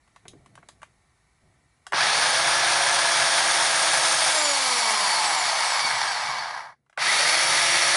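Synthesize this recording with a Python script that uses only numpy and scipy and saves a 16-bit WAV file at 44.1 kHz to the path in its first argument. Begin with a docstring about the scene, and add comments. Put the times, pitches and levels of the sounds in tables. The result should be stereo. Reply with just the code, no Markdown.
"""A corded drill is set against a wooden strip on a concrete floor with a few light clicks.
At 1.9 s it spins up with a jolt and bores: rattling gear teeth, fan air, rotor tones and brush whine
sound through the housing, and the shifting strip rumbles. Released at 4.3 s, it coasts to a stop.
At 7 s it starts again and runs to the end. All is close by in a small hard room, over faint noise."""
import sys
import numpy as np
from scipy import signal
from scipy.fft import rfft, irfft, next_fast_len
from scipy.io import wavfile
from scipy.ndimage import uniform_filter1d

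SR = 44100
rng = np.random.default_rng(int(sys.argv[2]) if len(sys.argv) > 2 else 0)


def master(y):
    """Save y as 16-bit WAV."""
    cut = np.clip(np.atleast_2d(y).T, -1, 1)
    pcm = np.round(cut * 32767)  # scale
    wavfile.write(sys.argv[1], SR, pcm.astype(np.int16))


N = 351036
TIME = np.arange(N) / SR
FFT_SIZE = next_fast_len(N + SR // 2)
HZ = np.maximum(np.arange(FFT_SIZE // 2 + 1) * SR / FFT_SIZE, 1)
CUTOFF_HZ = 11050


# pressed_s, released_s, free_speed_rps, spin_up_s, load_sag_rps_per_s, take_up_db
TRIGGER_PULLS = [(1.922, 4.298, 353.5, .15, 12.5, 4.5), (6.973, 8.5, 342.0, .135, 0.0, -1)]

def drill(wobble=.002, full_speed_rps=340, release_s=.13, take_up_s=.062,
          bass_hz=540, bass_at_rest=.27, low_cut_hz=60):
    """Gears, fan, rotor and brushes drive the housing; bass grows with speed."""
    speed_rps = rotor_speed() * (1 + wobble * drift(30))
    turns = np.cumsum(speed_rps) / SR
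    pace = speed_rps / full_speed_rps
    restart = TIME >= TRIGGER_PULLS[1][0]
    coasting = np.clip((TIME - TRIGGER_PULLS[0][1]) / release_s, 0, 1) * ~restart
    powered = 1 - coasting
    hum = rotor_hum(turns, speed_rps, pace, powered)
    whine = brush_whine(turns, speed_rps, pace, powered)
    take_up_db = sum(db * (TIME >= start_s) * np.exp(-np.abs(TIME - start_s) / take_up_s)
                     for start_s, *_, db in TRIGGER_PULLS)
    drive = (gears_and_fan(turns, speed_rps) + hum + whine) * (speed_rps > 0) * from_db(take_up_db)
    bass = shaped(drive, 1 / (1 + (HZ / bass_hz) ** 10))
    drive = drive - (1 - pace) * (1 - bass_at_rest) * bass
    drive = shaped(drive, HZ / np.hypot(HZ, low_cut_hz))   # a small body radiates little deep bass
    boring = powered * ~restart
    return sum(housing(drive * share, speed_rps, state)
               for state, share in enumerate([boring, coasting, restart]))


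def rotor_speed(drag_s=3.072, friction_rps_per_s=82.85):
    """The motor runs up and sags under load; once released, fan drag and dry friction brake it."""
    speed_rps = np.zeros(N)
    brake_rps = friction_rps_per_s * drag_s
    for pressed_s, released_s, free_rps, spin_up_s, sag_rps_per_s, _ in TRIGGER_PULLS:
        age_s = np.clip(TIME - pressed_s, 0, released_s - pressed_s)
        driven_rps = (free_rps - sag_rps_per_s * age_s) * (1 - np.exp(-age_s / spin_up_s))
        drag = np.exp(-np.maximum(TIME - released_s, 0) / drag_s)
        speed_rps += np.maximum((driven_rps + brake_rps) * drag - brake_rps, 0)
    return speed_rps


def gear_rattle(turns, speed_rps, teeth=5, spread_db=6.0, throb_db=2.06, slack_rps=110, scrape_s=.00073):
    """Each pinion tooth lands with its own strength, a little early or late, and scrapes briefly."""
    landings = np.flatnonzero(np.diff(np.floor(turns * teeth + .2 * drift(300))))
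    clicks = np.zeros(N)
    clicks[landings] = from_db(spread_db * np.clip(rng.standard_normal(N), -2, 1))[landings]
    clicks *= from_db(throb_db * np.clip(drift(23), -2, 1)) / np.sqrt(np.maximum(speed_rps, slack_rps))
    power = signal.lfilter([1], [1, -np.exp(-2 / (scrape_s * SR))], clicks ** 2 + 1e-18)
    return rms_one(np.sqrt(power) * rng.standard_normal(N)) * np.sqrt(np.mean(speed_rps > 0))


def gears_and_fan(turns, speed_rps, fan_share=.61):
    """Tooth knocks over fan and rubbing noise, partly scattered and smeared by a few milliseconds."""
    fan = np.sqrt(fan_share) * rng.standard_normal(N)
    direct = fan + np.sqrt(1 - fan_share) * gear_rattle(turns, speed_rps)
    smeared_power = np.maximum(uniform_filter1d(direct ** 2, size=160, origin=79), 0)
    scattered = np.sqrt(smeared_power) * rng.standard_normal((2, N))
    wet = from_db(across_hz(REFLECTIONS))
    return shaped(direct, 1 / np.hypot(1, wet)) + shaped(scattered, wet / np.hypot(1, wet))


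# rotor_multiple, powered_db, coasting_db, speed_exponent, strain_db_per_torque
ROTOR_TONES = [(1, -20.5, -7, 2.5, 16.5), (1.63, -23, -37, -0.5, -1), (2, -25.5, -8, 2.43, 30),
               (3, -47, -24, 0.5, 30), (4, -28, -20.5, 2, 9.5), (5, -27, -19.5, 0.5, 0.5),
               (6, -38.5, -26, 1, 1.5), (7, -39.5, -27.5, 2, 3), (10, -29, -30.5, 1.5, 42),
               (16, -26.5, -19.5, 2.7, 35), (16.55, -23, -24, 2.2, 21.5)]

def rotor_hum(turns, speed_rps, pace, powered):
    """Unbalance and gears hum at multiples of the rotor speed."""
    return locked_tones(ROTOR_TONES, turns, speed_rps, pace, powered, waver_db=2.0)


# frequency_hz, gain_db
BRUSH_HOLDER_RING = [(2500, -10), (3900, -11.5), (4750, -2), (5700, -12.5), (6500, -3), (8200, 4.5),
                     (9700, -6), (11000, -9.5)]

def brush_whine(turns, speed_rps, pace, powered, bars=24, powered_db=-30, coasting_db=-13,
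                step_db=.7, speed_exponent=.08):
    """Commutator bars pass the brushes and ring their holders."""
    harmonics = [(bars * (k + 1), powered_db - step_db * k, coasting_db - step_db * k, speed_exponent, 0)
                 for k in range(7)]
    whine = locked_tones(harmonics, turns, speed_rps, pace, powered, waver_db=3.5)
    return shaped(whine, from_db(across_hz(BRUSH_HOLDER_RING)))


def locked_tones(rows, turns, speed_rps, pace, powered, waver_db):
    """Wavering sines follow the rotor; their levels depend on speed and starting torque."""
    tones = np.zeros(N)
    wavers = [from_db(waver_db * drift(18)) for _ in range(4)]
    torque = powered * np.clip(1 - pace, 0, .5)
    for k, (multiple, powered_db, coasting_db, exponent, strain_db) in enumerate(rows):
        gain = powered * from_db(powered_db + strain_db * torque) + (1 - powered) * from_db(coasting_db)
        gain *= (pace + 1e-6) ** exponent * wavers[k % len(wavers)]
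        tones += gain * (multiple * speed_rps < CUTOFF_HZ) * np.sin(2 * np.pi * multiple * turns)
    return np.sqrt(2) * tones


# frequency_hz, boring_db, coasting_db, restart_db
HOUSING_COLOUR = [(50.0, -24, -22, -32), (273, -17, -17, -19.5), (475, -9.5, -10, -13),
                  (625, -1.55, -4, -3), (1063, -1.75, 1, -6.7), (2160, 1.5, -15.5, 0.5),
                  (2920, 0, 1.5, -2.5), (5060, 4.2, 6.5, 0), (7700.0, -12.5, -7.5, -14.5),
                  (11000.0, -14.5, -10.5, -16.5)]
# centre_hz, width_hz, boring_db, coasting_db, restart_db
HOUSING_MODES = [(141, 60, 11.5, 5.5, 15.5), (352, 96, -1, 1.5, 3.5), (724, 127, 4.5, 4, 1.7),
                 (906, 245, 6, 7, 7.5), (1245, 177.0, 4, 4.5, 9), (1639, 280, 5, 8.5, 2),
                 (1950, 390, 0.5, 10.5, 6.5), (2243, 360, 4.5, 21, 4), (2585, 99, 5, 8, 3),
                 (3490, 710, 4.5, 2.5, 4), (3777, 56, 3, 0, 6.1), (4450, 206, 2.5, 6.5, 6.5),
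                 (5540, 230, 3.5, 6, 7.5), (6100, 75, 6, 5.3, 10.5), (6410, 350, 3.5, -3.5, -1),
                 (8995, 434.0, 12.5, 2.5, 8), (9550, 270, 5.5, 3.8, 2), (10366.0, 520, 6.5, 7.5, 9.5)]

def housing_response(state):
    """Housing and wood resonate over a broad colour; state 0 is boring, 1 coasting, 2 the restart."""
    colour_db = across_hz(HOUSING_COLOUR, column=state + 1)
    modes_db = sum(peak(hz, width_hz, rise_db[state]) for hz, width_hz, *rise_db in HOUSING_MODES)
    return from_db(colour_db + modes_db)


# knee_rps, speed_exponent, boring_db, coasting_db, restart_db
RATTLE = (46.5, 1.0, -24, -25, -24.5)
RASP = (68, 1.46, -23, -24.0, -21.5)
HISS = (188, 1.37, -28.5, -26, -26)

def housing(drive, speed_rps, state, rasp_hz=2050, hiss_hz=6500, crawl_rps=5.3,
            float_delay_s=.24, float_width_s=.33, float_dip_db=-3.0, hiss_db_per_s=2):
    """The housing radiates low rattle, mid rasp and high hiss, each growing with speed up to a knee."""
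    pressed_s, released_s = TRIGGER_PULLS[0][:2]
    # unloaded gears float and rattle less just after release
    float_db = float_dip_db * np.exp(-((TIME - released_s - float_delay_s) / float_width_s) ** 2)
    # hiss grows as the bit goes deeper
    depth_db = hiss_db_per_s * np.clip(TIME - pressed_s, 0, released_s - pressed_s) * (state == 0)
    above_rasp, above_hiss = (1 / (1 + (hz / HZ) ** 20) for hz in (rasp_hz, hiss_hz))
    ranges = [(RATTLE, 1 - above_rasp, float_db),
              (RASP, above_rasp - above_hiss, 0),
              (HISS, above_hiss * (HZ < CUTOFF_HZ), depth_db)]
    response = housing_response(state)
    moving_rps = np.maximum(speed_rps - crawl_rps, 0)
    radiated = np.zeros((2, N))
    for (knee_rps, exponent, *levels_db), passband, extra_db in ranges:
        swell = (moving_rps / np.hypot(moving_rps, knee_rps)) ** exponent
        gain = from_db(levels_db[state] + extra_db) * swell
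        radiated += gain * shaped(drive, rms_one(response * passband))
    return radiated


# start_s, thud_db, knock_db, snap_db
BLOWS = [(0.076, -76, -62, -71), (0.161, -74, -51, -60), (0.254, -51, -48, -70), (0.281, -69, -63, -44),
         (0.334, -43, -62, -78), (0.46, -60, -54.5, -62), (0.554, -67, -54, -56), (0.577, -60, -50.5, -68),
         (0.628, -65, -52, -77), (0.687, -67, -47, -47.5), (0.818, -69, -46.5, -60),
         (0.83, -70, -43, -52.5), (1.867, -60, -41, -46), (1.922, -46, -29, -42.5),
         (1.933, -37, -22.5, -47), (5.846, -42, -41, -66), (6.863, -85, -70, -86), (6.897, -95, -61, -69),
         (6.928, -87, -58, -72), (6.975, -52, -26, -46)]
# centre_hz, width_hz, rise_db
STRIP_MODES = [(400, 67, 8.5), (680, 180, 2.5), (1140, 94, 7), (2850, 1700, 6)]

def knocks():
    """The strip thuds on the floor, the wood knocks, metal and switch snap."""
    start_s, thud_db, knock_db, snap_db = np.transpose(BLOWS)
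    thud = struck_band(start_s, thud_db - 4.0, low_hz=105, high_hz=450, t60_s=.12)
    knock = struck_band(start_s, knock_db + 3.0, low_hz=605, high_hz=1920, t60_s=.039)
    snap = struck_band(start_s, snap_db + 6.5, low_hz=2400, high_hz=10400, t60_s=.022)
    return shaped(thud + knock + snap, from_db(sum(peak(*mode) for mode in STRIP_MODES)))


def struck_band(start_s, level_db, low_hz, high_hz, t60_s):
    """Bursts of band noise stand for many close modes that die together."""
    strikes = np.zeros(N)
    strikes[np.round(start_s * SR).astype(int)] = from_db(level_db)
    envelope = signal.lfilter([1], [1, -from_db(-60 / (t60_s * SR))], strikes + 1e-18)
    bandpass = signal.butter(3, [low_hz, high_hz], "band", fs=SR, output="sos")
    band_rms = np.sqrt(2 * (high_hz - low_hz) / SR)
    return signal.sosfilt(bandpass, envelope * rng.standard_normal(N)) / band_rms


# start_s, level_db, hold_s
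STRIP_SHIFTS = [(0.26, -55.5, 0.096), (0.525, -64.5, .02), (0.726, -70, .03), (1.434, -63, 0.035),
                (1.98, -53.5, .7), (5.83, -50.5, 0.011), (6.253, -52.5, .06), (7.45, -53, .5)]
# frequency_hz, gain_db
RUMBLE_SPECTRUM = [(40, -17), (90, -12.5), (135, -0.5), (190, -11.5), (400, -19), (700, -20), (1500, -60)]

def strip_rumble(gain_db=.5, attack_s=.016, release_s=.18):
    """The strip shifts under hand or bit; each rumble swells quickly, holds and dies away."""
    envelope = np.zeros(N)
    for start_s, level_db, hold_s in STRIP_SHIFTS:
        rise = np.exp(-np.maximum(start_s - TIME, 0) / attack_s)
        fall = np.exp(-np.maximum(TIME - start_s - hold_s, 0) / release_s)
        envelope += from_db(level_db) * rise * fall
    return envelope * coloured_noise(RUMBLE_SPECTRUM, gain_db)


# frequency_hz, gain_db
BACKGROUND_SPECTRUM = [(18, -47.5), (30, -14.5), (54, -2), (135, -6), (178, -10), (412, -19), (1250, -16),
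                       (1520, -20.5), (2210, -16.5), (2500, -28.5), (6390, -31), (7780, -32.5),
                       (11000, -32), (14300, -62), (22000, -120)]
# time_s, level_db
BACKGROUND_LEVEL = [(0, -66), (1.9, -67.5), (6.7, -84)]

def background():
    """Low, faint noise, fainter still once the drill has run."""
    time_s, level_db = np.transpose(BACKGROUND_LEVEL)
    return coloured_noise(BACKGROUND_SPECTRUM, np.interp(TIME, time_s, level_db))


# frequency_hz, diffuse_to_direct_db
REFLECTIONS = [(150, -15.5), (600, -11), (1100, -11.5), (2000, -0.5), (9000, 3)]

def room(x, wet_db, first_echo_s=.0004, t60_s=.15):
    """Floor and walls send each channel its own short tail."""
    age_s = TIME[:SR // 2]
    tails = rng.standard_normal((2, len(age_s))) * from_db(-60 * age_s / t60_s) * (age_s > first_echo_s)
    tails /= np.sqrt(np.sum(tails ** 2, axis=1, keepdims=True))
    return shaped(x, 1 + from_db(across_hz(REFLECTIONS) + wet_db) * rfft(tails, FFT_SIZE))


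def from_db(db):
    """Decibels to gain."""
    return 10 ** (np.asarray(db) / 20)


def rms_one(x):
    """Scale to unit rms."""
    return x / np.sqrt(np.mean(x ** 2) + 1e-20)


def across_hz(points, column=1):
    """One column of a spectrum, interpolated over log frequency."""
    points = np.array(points)
    return np.interp(np.log(HZ), np.log(points[:, 0]), points[:, column])


def peak(centre_hz, width_hz, rise_db):
    """One resonance, in dB at every frequency."""
    return rise_db / (1 + (2 * (HZ - centre_hz) / width_hz) ** 2)


def shaped(x, gain):
    """Apply a frequency response."""
    return irfft(rfft(x, FFT_SIZE) * gain, FFT_SIZE)[..., :N]


def drift(rate_hz):
    """Slow random motion of unit rms."""
    return rms_one(shaped(rng.standard_normal(N), 1 / (1 + (HZ / rate_hz) ** 2)))


def coloured_noise(spectrum, level_db):
    """Noise of one colour at a level or on a level curve."""
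    return from_db(level_db) * rms_one(shaped(rng.standard_normal(N), from_db(across_hz(spectrum))))


# frequency_hz, left_minus_right_db
STEREO_BALANCE = [(60, -5.5), (110, 1), (190, -0.5), (350, 0), (620, -1), (1110, -2.5), (1990, -7.5),
                  (3560, -10), (6380, -6), (11400, -3.0)]

def scene():
    """Drill, knocks and rumble over a faint background; the treble leans to the right."""
    ambience = background()
    mix = room(drill(), wet_db=-9.0) + room(knocks(), wet_db=-2.5)
    mix += room(strip_rumble() + ambience, wet_db=4.0)
    balance = from_db(across_hz(STEREO_BALANCE) * np.array([[.5], [-.5]]))
    return shaped(mix, balance / np.sqrt(np.mean(balance ** 2, axis=0)))


def record(dry):
    """Steep low-pass."""
    return signal.sosfilt(signal.ellip(12, .2, 70, CUTOFF_HZ, fs=SR, output="sos"), dry)


dry = scene()
out = record(dry)
master(out)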